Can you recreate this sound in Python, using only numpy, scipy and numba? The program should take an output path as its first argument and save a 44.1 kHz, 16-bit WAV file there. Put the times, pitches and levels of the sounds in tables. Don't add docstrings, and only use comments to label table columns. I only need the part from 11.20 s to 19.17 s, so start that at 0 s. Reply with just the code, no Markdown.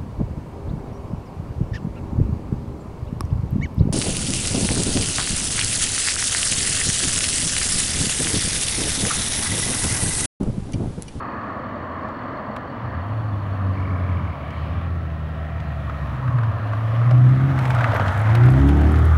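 import sys
import numpy as np
from scipy import signal
from scipy.io import wavfile
from scipy.ndimage import uniform_filter1d
from numba import njit

SR = 44100
rng = np.random.default_rng(int(sys.argv[2]) if len(sys.argv) > 2 else 0)


def persist_wave(psi):
    counts = np.round(np.clip(psi, -1, 1) * 32767).astype(np.int16)
    wavfile.write(sys.argv[1], SR, np.atleast_2d(counts).T)


def boost(x):
    u = np.asarray(x, float) / 20
    return 10 ** u


N = 351477
T = np.arange(N) / SR

# t/s, stroke rate/Hz, level/dB
TRILL = [(0, 43, -64), (.7, 44.5, -66.5), (1.3, 43, -64.5), (1.7, 44.2, -67.5), (2.74, 43.5, -67.5)]
# from/s, to/s, f/Hz, pulse rate/Hz, level/dB
FROG_RATTLES = [
    (0, 0.347, 2500, 38, -56.5),
    (2.564, 3.398, 2233, 38, -48.5),
    (3.56, 3.749, 2468, 30, -54.5),
]
FROG_SWELL_DB = 2
# t/s, level/dB, f/Hz
CHIRPS = [(.44, -62, 3430), (.97, -68, 3420), (1.01, -61, 3450), (1.58, -60, 3450), (1.99, -60, 3380),
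          (2.12, -57, 3450), (2.9, -56, 3200)]

# t/s, rolling noise/dB, distance/m, tread resonance/dB
ROAD = [(0, -31.5, 100, 3), (1.4, -32.5, 75, 0), (1.95, -35, 24, 0.5), (2.84, -35, 21, -1.5),
        (3.44, -37, 17, -3.5), (3.84, -40.5, 12, -6.5), (4.6, -39, 10, -7), (4.9, -36.5, 10, -0.5),
        (5.4, -33.5, 18, 0.5), (5.88, -33.5, 7.8, -2.5), (6.25, -34, 3.1, 1), (6.48, -31, 1.3, 4),
        (6.62, -29.5, 2.2, 1), (6.77, -28, 1.8, 4.5), (7.04, -30, 1.8, 0.5), (7.5, -32, 3.4, -4.5),
        (7.66, -32.5, 3.2, -6.5), (7.97, -32.5, 3.6, 1)]
NEAR_M, DIP_FAR_HZ, DIP_HZ_M = 12.5, 804, 660
# f/Hz, density/dB per Hz
RUMBLE_SPECTRUM = [(12, -67), (20, -29), (64, -1.5), (86, 15), (139, 5), (166, -11), (219, 8), (257, 0),
                   (393, -19.5), (437, -17.5), (480, -17.5), (620, -38), (1060, -120)]
RUMBLE_DB, RUMBLE_PER_LOAD, RUMBLE_PER_BARK, RUMBLE_PER_ROLL = -31, 0.14, 0.3, 0.66
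RUMBLE_FAR_TILT_DB, RUMBLE_PIVOT_HZ = 6, 190
# f/Hz, density/dB per Hz
ROAR_FAR = [(400, -11), (500, -4.5), (650, 2), (850, 1.5), (1000, -0.5), (1160, 2), (1430, -15.5),
            (1750, -6.5), (2100, -21), (2500, -32), (3000, -29), (3500, -43.5), (3900, -40), (5500, -54)]
# f/Hz, density/dB per Hz
ROAR_NEAR = [(400, -11), (560, 2), (700, 3), (900, 3.5), (1300, 9), (1650, -2.5), (2000, -5), (2500, -16.5),
             (3500, -17), (4500, -28), (5500, -30.5)]
# f/Hz, density/dB per Hz
HISS_SPECTRUM = [(4500, 0.0), (5500, -4), (7000, -10), (9000, -12.5), (11500, -8), (13500, -15),
                 (14800, -24), (15800, -25)]
SIZZLE_DB, SIZZLE_LOSS_DB_M, HISS_DB, HISS_LOSS_DB_M = -16.5, 0.08, -28.5, 0.36
# from/s, to/s, sizzle/dB, hiss/dB
SCRUBS = [
    (3.251, 3.648, 3.5, 0.5),
    (4.6, 4.998, 2, 1.5),
    (6.373, 6.557, 2, 2.5),
    (7.35, 8.2, -1, 3),
]
# f/Hz, width/Hz, level/dB
HUM = [
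    (663, 20, -49.5),
    (1330, 95, -48.5),
    (1867, 70, -53),
]
HUM_FROM_S, HUM_TO_S = 3.3, 5.2
# t/s, peak/dB, body re peak/dB
STONES = [(1.3644, -33.5, 9), (3.3054, -41, 10.5), (4.402, -31, 1), (5.5235, -45, 8.5), (5.91, -29.5, 7.5),
          (6.11, -44.5, 5.5), (6.3893, -31.5, 10.5), (6.4537, -24.5, 7.5), (6.506, -23, 7.5),
          (6.5504, -30, 8.5), (6.609, -30.5, 2), (6.6388, -34.5, -6), (6.7356, -31, 2), (6.763, -41, -3.5),
          (6.8628, -34, 4), (6.881, -25, 8.5), (7.1518, -22, 7), (7.236, -33, 13.5), (7.2876, -25.5, 4.5),
          (7.49, -22.5, 1), (7.7578, -30, 7.5)]
STONE_DECAY_S = 0.0054
# t/s, peak/dB, f/Hz
TICKS = [(1.3638, -44.5, 6950), (5.9122, -52, 6000), (6.389, -39.5, 6590), (6.4265, -41, 7600),
         (6.4543, -42, 6380), (6.4789, -44, 7170), (6.5012, -35, 6180), (6.5488, -36.5, 6550),
         (6.6105, -43, 6200), (6.64, -41.5, 6310), (6.7438, -38, 9830), (6.7672, -36.5, 9660),
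         (6.8314, -42.5, 6860), (6.863, -43.5, 7260), (6.9227, -42, 6310), (6.9774, -39, 6490),
         (6.9922, -38.5, 6120), (7.0147, -39, 7080), (7.1524, -32, 7480), (7.2583, -36.5, 6890),
         (7.3037, -37, 6330), (7.323, -37, 7430), (7.477, -39, 7130), (7.4906, -35.5, 7080),
         (7.5738, -41, 6130), (7.6147, -39, 6050), (7.719, -39, 7110), (7.763, -44, 6980),
         (7.788, -37.5, 6200), (7.8533, -36, 6780)]
# t/s, peak/dB, f/Hz
KNOCKS = [(0.887, -26.5, 990), (1.363, -27, 1240), (4.697, -19.5, 1207), (5.079, -22.5, 1330),
          (5.186, -18.5, 1206), (5.214, -24.5, 1130), (5.234, -18.5, 1160), (5.534, -17, 1144),
          (5.609, -23, 1122), (5.815, -17.5, 1251), (5.912, -15.5, 686), (6.206, -26, 1300),
          (6.303, -21, 686), (6.378, -20, 1260), (6.504, -15, 1452), (6.549, -18, 1239),
          (6.608, -12.5, 1380), (6.643, -9, 1362), (6.685, -14, 930), (6.734, -11, 600), (6.75, -10, 646),
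          (6.761, -10.5, 1460), (6.797, -8.5, 730), (6.819, -12, 583), (6.951, -15.5, 930),
          (7.093, -16.5, 791), (7.147, -13.5, 713), (7.286, -14, 779), (7.554, -31, 622),
          (7.741, -14.5, 1280)]

# t/s, firing rate/Hz
REVS = [(1.67, 64.65), (1.91, 109.7), (2.0, 114.1), (2.13, 100.4), (2.66, 93.75), (2.95, 86.63),
        (3.21, 72.5), (3.68, 84.5), (4.0, 77.5), (4.44, 77.33), (4.9, 68.22), (5.35, 53), (5.56, 54.15),
        (6.29, 67.5), (6.58, 61.34), (6.89, 47.24), (7.5, 71.6), (7.88, 79.3)]
# t/s, level/dB
LOAD = [(1.65, -46.5), (1.78, -26.5), (2.35, -24.5), (2.5, -21), (2.93, -20), (3.2, -34.5), (3.6, -22),
        (4.0, -26), (5.03, -28.5), (5.15, -23.5), (5.4, -28), (5.75, -24.5), (6.05, -15.5), (6.2, -19),
        (6.55, -26), (6.9, -22.5), (7.3, -17), (7.55, -22.5)]
# f/Hz, gain/dB
BOOM = [(48, -20.5), (60, -15.5), (69, -1.5), (106, -1.5), (123, 3.5), (135, -2), (160, -10.5), (195, -23)]
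# multiple of firing rate, level/dB
ORDERS = [(2.5, -4), (3, -0.5), (3.5, -9.5), (4, 0), (4.5, -5), (5, -0.5), (6, -4)]
# f/Hz, width/Hz, gain/dB
PIPE = [(120, 44, 5.5), (190, 19, 2.5), (270, 29.3, 6), (326.5, 20, -7.5)]
# t/s, length/s, level/dB, start f/Hz, end f/Hz
RINGS = [
    (1.56, 0.17, -29, 109.3, 127),
    (2.41, 0.12, -33, 190, 191),
    (7.072, 0.267, -33.5, 329.8, 388),
    (7.569, 0.27, -27, 264.6, 278),
]
# from/s, to/s, extra scatter 0-1
COASTS = [
    (-1, 1.52, .55),
    (3.0, 4.6, .17),
    (4.6, 5.08, .7),
    (5.08, 5.5, .25),
    (6.3, 7.05, .15),
    (6.78, 6.95, .2),
    (7.4, 9, .06),
]
STEADY_ROUGH, COAST_EASE_S = 0.17, 0.2
# from/s, to/s, gain/dB
BARKS = [
    (2.45, 3.1, 5),
    (3.403, 4.55, -2),
    (5.894, 6.494, 5.5),
    (7.23, 7.91, 9.5),
    (7.42, 7.74, 5.5),
]
BARK_EASE_S = 0.034
BANK_DB, FLUTTER_DB = -14, 2
UPPER_DB, UPPER_PER_LOAD, UPPER_NEAR_DB = -55, 0.57, 9.5
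NOSE_S, NOSE_BASS_DB, NOSE_OCTAVE_DB = 5.17, -10.5, 4
TAIL_S, TAIL_SWING_S, TAIL_BASS_DB, TAIL_BANK_DB = 7.22, 0.21, 21, 12

# f/Hz, level/dB
WHINE = (15669, -84)
LOW_CUT_HZ, CEILING = 59.4, 1


def level(x, db):
    return x * boost(db) / np.sqrt(np.mean(x ** 2))


def curves(table):
    s, *columns = np.transpose(table)
    return [np.interp(T, s, c) for c in columns]


def shade(points, hz):
    f, db = np.transpose(points)
    return np.interp(np.log(hz), np.log(f), db)


def ease(s, width_s):
    return 0.5 + 0.5 * np.tanh((T - s) / width_s)


def spell(from_s, to_s, ease_s):
    return ease(from_s, ease_s) - ease(to_s, ease_s)


def noise():
    return rng.standard_normal(N)


def walk(rate_hz):
    k = int(SR / rate_hz)
    held = np.repeat(rng.standard_normal(N // k + 1), k)
    return 1.347 * uniform_filter1d(uniform_filter1d(held, k), k)[:N]


@njit
def svf(x, hz, width):
    y, b, l = np.empty(len(x)), 0., 0.
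    g, k = np.tan(np.pi * hz / SR), width / hz
    for i in range(len(x)):
        v = (b + g * (x[i] - l)) / (1 + g * (g + k))
        b, l, y[i] = 2 * v - b, l + 2 * g * v, k * v
    return y


def resonate(x, hz, width_hz):
    hz, width_hz = float(hz), float(width_hz)
    return svf(svf(x, hz, width_hz), hz, width_hz)


def bands(source, lo_hz, hi_hz, colour, flicker_db, count):
    out, power = 0, 0
    for hz in np.geomspace(lo_hz, hi_hz, count):
        width_hz = hz * np.log(hi_hz / lo_hz) / count * 2
        gain = boost(colour(hz)) * np.sqrt(hz)
        band = resonate(source(), hz, width_hz)
        out = out + gain * boost(flicker_db * walk(9)) * band / np.std(band)
        power = power + gain ** 2
    return out / np.sqrt(power)


def add_puff(out, s, db, hz, width_hz, decay_s):
    t = np.arange(1500) / SR
    puff = rng.standard_normal(len(t)) * np.exp(-t / decay_s)
    puff[0] += 4
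    puff = resonate(puff, hz, width_hz)
    i = int(s * SR)
    out[i:i + len(t)] += (puff * boost(db) / np.abs(puff).max())[:N - i]


def trill(table, hz, sweep_hz, duty):
    rate_hz, db = curves(table)
    strokes = np.cumsum(rate_hz * (1 + 0.017 * walk(21))) / SR
    part = strokes % 1 / duty
    strength = boost(2.5 * rng.standard_normal(400))[strokes.astype(int)]
    pitch_hz = hz * (1 + 0.014 * walk(500)) + sweep_hz * (np.minimum(part, 1) - 0.5)
    envelope = strength * (part < 1) * np.sin(np.pi * part) ** 2
    note = envelope * np.sin(2 * np.pi * np.cumsum(pitch_hz) / SR)
    alive = uniform_filter1d(1. * (T >= table[0][0]) * (T < table[-1][0]), size=400)
    return level(note, 0) * boost(db) * alive


def night():
    out = trill(TRILL, 4380, -480, 0.79)
    out = 0.95 * out + 0.25 * np.roll(out, 430)
    for a, b, hz, rate_hz, db in FROG_RATTLES:
        soft_db = db - FROG_SWELL_DB
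        swell = [(a, rate_hz, soft_db), ((a + b) / 2, rate_hz, db), (b, rate_hz, soft_db)]
        out += trill(swell, hz, 380, 0.51)
    for s, db, hz in CHIRPS:
        envelope = np.exp(-((T - s - 0.015) / 0.019) ** 2)
        out += boost(db) * envelope * np.sin(2 * np.pi * hz * T)
    return out


def road():
    roll_db, metres, lift_db = curves(ROAD)
    metres = np.maximum(metres, 1)
    return roll_db, metres, np.exp(-metres / NEAR_M), lift_db


def bark():
    return sum(db * spell(a, b, BARK_EASE_S) for a, b, db in BARKS)


def hum():
    tones = sum(level(resonate(noise(), hz, width_hz), db) * boost(2.5 * walk(7))
                for hz, width_hz, db in HUM)
    return tones * spell(HUM_FROM_S, HUM_TO_S, 0.3)


def stones():
    out = np.zeros(N)
    for s, db, body_db in STONES:
        add_puff(out, s, db - 19.5, 3600, 4500, STONE_DECAY_S)
        add_puff(out, s, db + body_db - 4.5, 1800, 1800, STONE_DECAY_S)
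    for s, db, hz in TICKS:
        add_puff(out, s, db - 0.5, hz + 2500, 10000, 0.003)
    for s, db, hz in KNOCKS:
        add_puff(out, s, db - 2.5, hz, 550, 0.004)
    return out


def bell(hz, centre_hz, octaves):
    return np.exp(-(np.log2(hz / centre_hz) / octaves) ** 2)


def tyres():
    roll_db, metres, near, lift_db = road()
    tilt_db = RUMBLE_FAR_TILT_DB * (metres / 60 - 0.4)
    dip_hz = DIP_FAR_HZ + DIP_HZ_M / metres

    def rumble_colour(hz):
        return shade(RUMBLE_SPECTRUM, hz) + tilt_db * np.tanh(3 * np.log2(hz / RUMBLE_PIVOT_HZ))

    def roar_colour(hz):
        spectrum_db = (1 - near) * shade(ROAR_FAR, hz) + near * shade(ROAR_NEAR, hz)
        return spectrum_db + lift_db * bell(hz, 1250, 0.27) - 9 * bell(hz, dip_hz, 0.24)

    def hiss_colour(hz):
        return shade(HISS_SPECTRUM, hz) - 4.5 * near * bell(hz, 11500, 0.3)

    size = np.minimum(boost(6.5 * rng.exponential(size=N)), 5)
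    grit = (rng.random(N) < (60 + 420 * near ** 3) / SR) * size * np.sign(noise())
    crunch = uniform_filter1d(np.abs(grit), size=150) * 150

    rumble = bands(noise, 39.6, 458.6, rumble_colour, 1.0, count=13)
    roar = bands(lambda: noise() * (1 + 0.29 * near * np.minimum(crunch, 2)),
                 412.0, 2122, roar_colour, 1.93, count=17)
    sizzle = bands(lambda: noise() * (1 + 0.18 * near * crunch), 2337, 5140, roar_colour, 1.9, count=8)
    hiss = bands(lambda: noise() * (1 + 0.086 * crunch) + 1.5 * grit,
                 5680, 15500, hiss_colour, 0.81, count=10)

    sizzle_db = roll_db + SIZZLE_DB - SIZZLE_LOSS_DB_M * metres - 0.53 * lift_db
    sizzle_db += sum(db * spell(a, b, 0.092) for a, b, db, _ in SCRUBS)
    hiss_db = roll_db + HISS_DB - HISS_LOSS_DB_M * metres - 0.2 * lift_db
    hiss_db += sum(db * spell(a, b, 0.03) for a, b, _, db in SCRUBS)
    load_db, = curves(LOAD)
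    rumble_db = RUMBLE_DB + RUMBLE_PER_LOAD * (load_db + 25)
    rumble_db += RUMBLE_PER_BARK * bark() + RUMBLE_PER_ROLL * near * (roll_db + 35.5)
    return boost(rumble_db) * rumble + boost(roll_db) * roar + boost(sizzle_db) * sizzle + boost(hiss_db) * hiss


def rings():
    out = np.zeros(N)
    for s, length_s, db, start_hz, end_hz in RINGS:
        part = np.clip((T - s) / length_s, 0, 1)
        pitch_hz = start_hz + (end_hz - start_hz) * part
        tone = np.sin(2 * np.pi * np.cumsum(pitch_hz) / SR)
        out += np.sqrt(2) * boost(db) * np.sin(np.pi * part) * tone
    return out


def engine():
    hz, = curves(REVS)
    load_db, = curves(LOAD)
    rough = STEADY_ROUGH + sum(r * spell(a, b, COAST_EASE_S / 2) for a, b, r in COASTS)

    tone_db = load_db + shade(BOOM, hz)
    tone_db += NOSE_BASS_DB * ease(NOSE_S, TAIL_SWING_S) + TAIL_BASS_DB * ease(TAIL_S, TAIL_SWING_S)
    octave_db = load_db + shade(BOOM, 2 * hz)
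    octave_db += NOSE_OCTAVE_DB * spell(NOSE_S, TAIL_S + 0.41, TAIL_SWING_S / 2)
    bank_db = load_db + np.minimum(shade(BOOM, 3 * hz / 2), 0) + BANK_DB
    bank_db += TAIL_BANK_DB * ease(TAIL_S + 0.2, TAIL_SWING_S / 2) + FLUTTER_DB * walk(12)
    upper_db = UPPER_DB + UPPER_PER_LOAD * (load_db + 24) + UPPER_NEAR_DB * road()[2] + bark()

    firing = np.cumsum(hz * (1 + 0.00593 * walk(20))) / SR
    phase = 2 * np.pi * firing

    def uneven():
        return np.interp(firing, np.arange(1000), rng.standard_normal(1000))

    throb = 0.48 * rough * np.sin(phase / 3 + 0.93 * walk(4.3))
    tone = (1 + throb + 0.65 * rough * uneven()) * np.sin(phase + 0.15 * rough * uneven())
    octave = (1 + throb + 0.7 * rough * uneven()) * np.sin(2 * phase + 1.6 + 0.8 * rough * uneven())
    bank = (1 + 1.2 * rough * uneven()) * np.sin(3 * phase / 2 + 1.3 * rough * uneven())
    lines = boost(tone_db) * tone + boost(octave_db) * octave + boost(bank_db) * bank

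    upper = np.zeros(N)
    for k, db in ORDERS:
        jitter = (0.072 + 2.7 * rough) * uneven()
        upper += boost(db + 3.0 * walk(6.7)) * np.sin(k * phase + 6 * rng.random() + jitter)
    piped = sum(boost(db) * svf(upper, float(f), float(w)) for f, w, db in PIPE)
    return np.sqrt(2) * (lines + boost(upper_db) * (0.23 * upper + piped))


def scene():
    return (night() + hum() + stones() + tyres() + rings() + engine())[None]


def top_cut(x):
    return signal.sosfilt(signal.butter(12, 15830, fs=SR, output="sos"), x)


def record(dry):
    low_cut = signal.butter(4, LOW_CUT_HZ, "high", fs=SR, output="sos")
    heard = signal.sosfilt(low_cut, dry)
    heard = heard / (1 + (np.abs(heard) / CEILING) ** 4) ** 0.25
    whine_hz, whine_db = WHINE
    whine = np.sqrt(2) * boost(whine_db) * np.sin(2 * np.pi * whine_hz * T)
    low_rumble = level(svf(noise(), 30., 30.), -52)
    return top_cut(heard + whine + low_rumble)


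dry = scene()
out = record(dry)
persist_wave(out)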